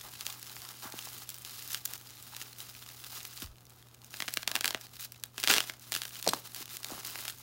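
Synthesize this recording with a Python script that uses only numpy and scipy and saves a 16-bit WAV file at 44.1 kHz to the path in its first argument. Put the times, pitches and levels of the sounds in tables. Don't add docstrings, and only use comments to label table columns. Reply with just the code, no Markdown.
import sys
import numpy as np
from scipy import signal
from scipy.fft import rfft, irfft, next_fast_len
from scipy.io import wavfile
from scipy.ndimage import uniform_filter1d

SR = 44100
rng = np.random.default_rng(int(sys.argv[2]) if len(sys.argv) > 2 else 0)


def waveform_to_disk(signal):
    frames = np.transpose(np.atleast_2d(signal))
    scaled = np.clip(frames, -1, 1) * 32767
    samples = np.round(scaled).astype(np.int16)
    wavfile.write(sys.argv[1], SR, samples)


N = 327222
TIME = np.arange(N) / SR
CUTOFF_HZ = 16000
USUAL_DB = -58
RIP_START_S = 5.493

# frequency in Hz, gain in dB.
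SNAP_COLOUR = [(90, -25), (300, -4.5), (520, -11), (720, -5.5), (950, -8), (1600, 3.5), (2050, -1.5),
               (2700, 2), (4500, 0.5), (7000, -3.5), (10000, -7.5), (14500, -7.5)]
# pitch in Hz, gain in dB, seconds to fade by 60 dB.
PACKET_RING = [(387, -77, 0.05), (637, -41, 0.035), (1560, -52, 0.029), (1670, -54.5, 0.071),
               (2280, -68, .03), (2820, -55, 0.065), (3280, -49, 0.034)]


def from_db(db):
    return 10 ** (np.asarray(db) / 20)


def rms_one(x):
    return x / np.sqrt(np.mean(x ** 2) + 1e-20)


def unit_energy(x):
    return x / np.sqrt(np.sum(x ** 2) + 1e-20)


def gain_at(points, hz):
    row_hz, db = np.transpose(points)
    return from_db(np.interp(np.log(hz + 1), np.log(row_hz), db))


def coloured(x, points):
    size = next_fast_len(2 * len(x))
    return irfft(rfft(x, size) * gain_at(points, np.fft.rfftfreq(size, 1 / SR)), size)[:len(x)]


def band(x, low_hz, high_hz, order=2):
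    sos = signal.butter(order, [low_hz, min(high_hz, .45 * SR)], "band", fs=SR, output="sos")
    return signal.sosfilt(sos, x + 1e-18)


def split(x, low_hz, high_hz):
    lows = signal.sosfiltfilt(signal.butter(2, low_hz, fs=SR, output="sos"), x)
    highs = signal.sosfiltfilt(signal.butter(2, high_hz, "high", fs=SR, output="sos"), x)
    return lows, x - lows - highs, highs


def add(track, s, sound):
    start = max(0, round(s * SR))
    track[start:start + len(sound)] += sound[:N - start]


def drift(per_s):
    return rms_one(np.interp(TIME * per_s, np.arange(4096), rng.standard_normal(4096)))


def swell(s, length_s, attack_s, release_s):
    rise = np.minimum(TIME - s, 0) / attack_s
    decay = np.maximum(TIME - s - length_s, 0) / release_s
    return np.exp(np.maximum(rise - decay, -20))


def ringing(x, tones):
    t = np.arange(SR // 10) / SR
    ring = sum(from_db(db - 60 * t / fade_s) * np.cos(2 * np.pi * hz * t) for hz, db, fade_s in tones)
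    return x + signal.oaconvolve(x, ring)[:N]


def background(air_db):
    # pitch in Hz, average level in dB.
    hum_tones = [(119.8, -62), (240, -77)]
    # frequency in Hz, gain in dB.
    air_colour = [(26, -31), (40, -6), (52, 3), (100, 3), (170, -0.5), (300, -3), (600, -8.5), (1500, -30),
                  (5000, -50), (16000, -43)]
    hum = sum(np.sqrt(2) * from_db(db) * np.sin(2 * np.pi * (hz * TIME + rng.random()))
              for hz, db in hum_tones)
    return hum + from_db(air_db) * rms_one(coloured(rng.standard_normal(N), air_colour))


def buckle(centre_hz, spread_s, flutter_db=-9, flutter_s=0.002, ring_db=-10, size=1024):
    hz, t = np.fft.rfftfreq(size, 1 / SR) + 1, np.arange(size) / SR
    tilts = np.maximum(hz, 500) ** np.linspace(-1, 2, 31)[:, None]
    shapes = gain_at(SNAP_COLOUR, hz) * tilts * (hz < CUTOFF_HZ)
    centres = np.exp(shapes ** 2 @ np.log(hz) / np.sum(shapes ** 2, axis=1))
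    shape = shapes[np.argmin(abs(centres - centre_hz))]
    phase = 2 * np.pi * spread_s * 1000 * np.log(hz) + rng.uniform(0, 2 * np.pi)
    rebound_gain = rng.uniform(.2, .55) * rng.choice([-1, 1])
    rebound = rebound_gain * np.exp(-2j * np.pi * hz * rng.uniform(.0003, .0012))
    fade = np.exp(-t / flutter_s)
    flutter = from_db(flutter_db) * unit_energy(rng.standard_normal(size) * fade)
    click = unit_energy(irfft(shape * np.exp(-1j * phase) * (1 + rebound + rfft(flutter))))
    ring = unit_energy(np.sin(2 * np.pi * centre_hz * rng.uniform(0.547, 0.895) * t) * fade)
    return unit_energy(click + from_db(ring_db) * ring)


def tiny_buckles(per_s=4000, pitches=10):
    patter = np.zeros(N)
    for hz in np.geomspace(2500, 11000, pitches):
        starts = rng.random(N) < per_s / pitches / SR
        strengths = from_db(3.6 * np.minimum(rng.exponential(1, N), 4.5)) * rng.choice([-1, 1], N)
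        click = buckle(hz, spread_s=0.0006945, flutter_db=0, flutter_s=0.0013, ring_db=-14.5)
        patter += signal.oaconvolve(starts * strengths, click)[:N]
    return rms_one(coloured(patter, [(hz, -db) for hz, db in SNAP_COLOUR]))


def wrap_levels(highs_db, tear_db):
    # time in seconds, level in dB.
    handling = [(0, -55), (0.9, -54), (1.4, -56), (2.03, -58.5), (2.4, -52), (2.56, -62), (2.66, -56),
                (3.42, -52), (3.52, -69), (4.0, -68), (4.15, -56.5), (4.45, -66), (4.74, -61), (4.9, -64.5),
                (5.32, -69.5), (5.4, -47.5), (5.68, -50.5), (5.78, -69), (5.95, -52.5), (6.5, -59),
                (7.42, -56.5)]
    # start and length in seconds, level in dB, extra dB for the lows.
    rubs = [(0.04, 0.052, -59, 3.5), (0.197, 0.14, -53, -7.5), (0.461, 0.25, -55.5, -5.5),
            (0.831, 0.038, -48, -6), (0.968, 0.26, -51.5, -8.5), (1.453, 0.25, -50.5, -13.5),
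            (1.709, 0.072, -46.5, -13), (1.889, 0.068, -50, -7), (2.417, 0.068, -57, -4),
            (2.589, 0.055, -50.5, -8.5), (3.123, 0.062, -47.5, -10), (3.418, .02, -47.5, -5.5),
            (3.695, 0.12, -67, -5), (4.13, 0.3, -54, -24), (4.484, .1, -52, 0.5), (4.649, 0.058, -47, 1),
            (4.797, .055, -54, -8), (4.935, 0.034, -56, -12), (5.001, 0.049, -45.5, -22),
            (5.817, 0.056, -56, -15), (5.927, 0.068, -46, -14), (6.139, 0.054, -51, -14),
            (6.24, 0.16, -51, -8), (6.452, 0.025, -50, -9), (6.56, 0.066, -46.5, -10),
            (6.699, 0.06, -49, -10), (6.86, .15, -50, -1.5), (7.033, .27, -48, -7)]
    held_db = np.interp(TIME, *np.transpose(handling))
    held_lows_db = USUAL_DB - 5.5 + 0.39 * (held_db - USUAL_DB)
    power = from_db([held_lows_db, held_db, held_db + highs_db]) ** 2
    for s, length_s, db, lows_db in rubs:
        stroke = swell(s, length_s, attack_s=0.0061, release_s=0.011)
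        power += np.outer(from_db([db + lows_db, db, db + highs_db]), stroke) ** 2
    tear = from_db(tear_db) * swell(RIP_START_S + 0.0085, 0, attack_s=0.017, release_s=0.064)
    return np.sqrt(power + np.outer(from_db([-7, 0, -6]), tear) ** 2)


def crinkle(levels, hiss_db, slip_db, slips_per_s, bands_db, wander_db, wanders_per_s):
    # frequency in Hz, gain in dB.
    crinkle_colour = [(70, -13.5), (350, 1), (540, -5.5), (740, 1.5), (940, -2.5), (1250, 1), (2200, -3.5),
                      (4000, -0.5), (10500, -5.5), (15500, -4)]
    wrap = coloured(tiny_buckles() + from_db(hiss_db) * rng.standard_normal(N), crinkle_colour)
    wrap = rms_one(wrap * from_db(slip_db * drift(slips_per_s)))
    out = np.zeros(N)
    for part, gain, db in zip(split(wrap, low_hz=1730, high_hz=6700), levels, bands_db):
        steady = part / np.sqrt(uniform_filter1d(part ** 2, size=4000) + 1e-12)
        out += gain * from_db(db + wander_db * drift(wanders_per_s)) * steady
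    return out


def ticks(hand_gain, per_s, level_db, spread_db, follows, ring_db):
    out, effort = np.zeros(N), hand_gain / from_db(USUAL_DB)
    for when, faintness, pitch in rng.random((round(per_s * N / SR), 3)):
        tick = buckle(4000 * 3 ** pitch, spread_s=0.000597, ring_db=ring_db)
        gain = from_db(level_db - spread_db * faintness) * effort[int(when * N)] ** follows
        add(out, when * N / SR, gain * tick)
    return out


def scuffs(slips_per_s, width, judder_db, attack_s, release_s):
    # start in seconds, length in seconds, level in dB, pitch in Hz.
    strokes = [(0.051, 0.047, -55, 850), (.27, 0.1, -60.5, 990), (.63, .085, -56, 1200),
               (.833, .045, -47, 1120), (.89, .1, -57, 1100), (2.325, 0.043, -53.5, 1050),
               (6.907, 0.029, -47, 746)]
    out = np.zeros(N)
    judder = rng.standard_normal(N) * from_db(judder_db * drift(slips_per_s))
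    for s, length_s, db, hz in strokes:
        hollow = rms_one(band(judder, hz * np.exp(-width), hz * np.exp(width)))
        out += from_db(db) * swell(s, length_s, attack_s, release_s) * hollow
    return out


def snaps(level_db, strain_db, strain_s, settle_db, settle_s, tick_count=3):
    # time in seconds, relative level in dB, centre frequency in Hz.
    snap_list = [(0.2092, -28, 7000), (0.2663, -23.5, 5360), (0.4287, -33, 8000), (0.5661, -35.5, 3450),
                 (0.9231, -35.5, 5000), (1.292, -29.5, 8900), (1.3027, -31.5, 9250), (1.3436, -35, 8600),
                 (1.4497, -33, 6030), (1.4953, -38, 8000), (1.6769, -34, 10000), (1.732, -27, 10300),
                 (1.746, -21.5, 5040), (1.854, -23, 11400), (1.8574, -24, 8100), (1.9357, -28.5, 7600),
                 (2.366, -31, 5770), (2.4151, -33.5, 3300), (3.2518, -31, 6280), (4.1411, -32, 3690),
                 (4.2038, -24, 3190), (4.2227, -23.5, 2730), (4.2806, -26, 3190), (4.285, -26, 3000),
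                 (4.339, -23.5, 9000), (4.3722, -18.5, 3600), (4.4308, -30, 3450), (4.4768, -17, 4310),
                 (4.5156, -23.5, 3700), (4.5545, -17, 4200), (4.563, -20.5, 3760), (4.6095, -22, 4780),
                 (4.6445, -17.5, 4300), (4.657, -18, 5550), (4.6786, -19, 5430), (4.7072, -24.5, 3840),
                 (4.747, -21, 2180), (5.1213, -35, 9200), (5.2376, -25.5, 6940), (5.3807, -27, 3370),
                 (5.4008, -29.5, 6700), (5.431, -28.5, 4320), (5.4385, -18, 4330), (5.445, -26, 3860),
                 (5.4749, -14.5, 3760), (5.4832, -19, 3960), (5.5022, -14.5, 3000), (5.5211, -22, 4170),
                 (5.5387, -14, 4160), (5.5642, -20, 2900), (5.5824, -15, 3440), (5.6048, -18, 4100),
                 (5.6975, -26.5, 3100), (5.9213, -22, 5100), (5.929, -27, 5400), (5.9404, -25.5, 5600),
                 (5.9508, -21.5, 5600), (5.9632, -22.5, 4290), (6.0187, -25, 5100), (6.0345, -31, 5400),
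                 (6.053, -30, 4360), (6.227, -28, 7500), (6.547, -30.5, 8230), (6.657, -36, 7000),
                 (6.7695, -29.5, 7800), (6.832, -34, 5740), (6.8457, -26, 5570), (7.1566, -30.5, 2440),
                 (7.1891, -33.5, 3550), (7.2534, -33, 4250), (7.2806, -26, 5400), (7.2875, -33, 6000),
                 (7.2988, -31, 4900)]
    out = np.zeros(N)
    for s, db, hz in snap_list:
        gain = from_db(db + level_db)
        add(out, s - .0001, gain * buckle(hz, spread_s=0.0008926 * rng.uniform(0.727, 1.262)))
        for lead, lag in rng.exponential(1, (tick_count, 2)):
            add(out, s - lead * strain_s, gain * from_db(strain_db) * buckle(hz * 1.3, spread_s=0.00049))
            add(out, s + lag * settle_s, gain * from_db(settle_db) * buckle(hz, spread_s=0.000607))
    return ringing(out, PACKET_RING)


def knocks(level_db, cycles, fall, tail_db, tail_s):
    # start in seconds, relative level in dB, pitch in Hz.
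    blows = [(.566, -43.5, 790), (0.853, -44.5, 256), (0.939, -40.5, 810), (0.9388, -44, 313),
             (1.071, -45.5, 870), (3.423, -42, 258), (3.436, -46.5, 75), (3.486, -52, 55),
             (6.264, -34, 617), (6.273, -19, 622), (6.2824, -35, 450), (6.288, -42, 220),
             (6.3336, -19.5, 1050), (6.336, -38, 340), (6.607, -47, 317), (6.918, -39.5, 285)]
    out, t = np.zeros(N), np.arange(SR // 3) / SR
    for s, db, hz in blows:
        progress = np.minimum(t * hz / cycles, 1)
        pitch = hz * np.exp(fall * (.5 - progress))
        thud = np.sin(2 * np.pi * np.cumsum(pitch) / SR) * np.sqrt(np.sin(np.pi * progress))
        rumble = rms_one(band(rng.standard_normal(len(t)), hz / 4, hz * 0.82))
        tail = rumble * progress * np.exp(-t / tail_s)
        depth = 600 / hz
        add(out, s, from_db(db + level_db) * (thud + from_db(tail_db) * depth * tail))
    return out


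def rip(length_s, ribs_per_s, rib_hz, level_db, fade_db_per_s, spread_db, drum_db):
    ribs = np.zeros(N)
    for k in range(round(length_s * ribs_per_s)):
        age_s = (k + rng.uniform(-0.28, .35)) / ribs_per_s
        db = level_db - fade_db_per_s * age_s + spread_db * rng.uniform(-1.3, 1)
        snap = buckle(rib_hz * rng.uniform(.75, 1.3), spread_s=0.0009)
        add(ribs, RIP_START_S + age_s, from_db(db) * snap)
    return ringing(ribs, PACKET_RING) + from_db(drum_db) * band(ribs, low_hz=330, high_hz=680)


def knife_clatter(level_db, contact_s, low_hz, high_hz):
    # start in seconds, relative level in dB.
    contacts = [(6.265, -29), (6.2768, -17.5), (6.2893, -20), (6.2912, -22), (6.294, -25), (6.3358, -25.5),
                (6.339, -33)]
    # pitch in Hz, gain in dB, seconds to fade by 60 dB.
    knife_ring = [(3540, -40, .02), (4170, -33, 0.025), (5700, -37, 0.027), (8220, -33, 0.042)]
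    clicks, t = np.zeros(N), np.arange(SR // 50) / SR
    for s, db in contacts:
        click = band(rng.standard_normal(len(t)) * np.exp(-t / contact_s), low_hz, high_hz, order=1)
        add(clicks, s, from_db(db + level_db) * unit_energy(click))
    return ringing(clicks, knife_ring)


def room_echo(x, fade_s, first_s, top_hz):
    t = np.arange(SR // 2) / SR
    echoes = rng.standard_normal(len(t)) * from_db(4.1 * rng.standard_normal(len(t)))
    response = band(echoes * (t > first_s) * from_db(-60 * t / fade_s), 130, top_hz, order=1)
    return signal.oaconvolve(x, unit_energy(response))[:N]


def scene():
    levels = wrap_levels(highs_db=-0.5, tear_db=-29)
    near = snaps(level_db=16, strain_db=-23, strain_s=0.0023, settle_db=-19.5, settle_s=.012)
    near += rip(length_s=.085, ribs_per_s=230, rib_hz=3670, level_db=-2.5, fade_db_per_s=101,
                spread_db=5.5, drum_db=-1)
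    near += crinkle(levels, hiss_db=-8, slip_db=1.36, slips_per_s=70, bands_db=(-3, -2.5, 0),
                    wander_db=0.86, wanders_per_s=44)
    near += ticks(hand_gain=levels[1], per_s=50, level_db=-22.5, spread_db=16.5, follows=.7, ring_db=-5)
    near += scuffs(slips_per_s=220, width=0.35, judder_db=5.5, attack_s=.005, release_s=0.011)
    near += knocks(level_db=1.5, cycles=2.83, fall=0.93, tail_db=-21.5, tail_s=0.033)
    near += knife_clatter(level_db=16, contact_s=0.00077, low_hz=2200, high_hz=7000)
    echo = from_db(-20.5) * room_echo(near, fade_s=0.23, first_s=0.00165, top_hz=8640)
    return (near + echo + background(air_db=-66))[None]


def record(dry):
    low_pass = signal.firwin(401, CUTOFF_HZ, window=("kaiser", 8), fs=SR)
    return signal.oaconvolve(dry, low_pass[None], "same", axes=1)


dry = scene()
out = record(dry)
waveform_to_disk(out)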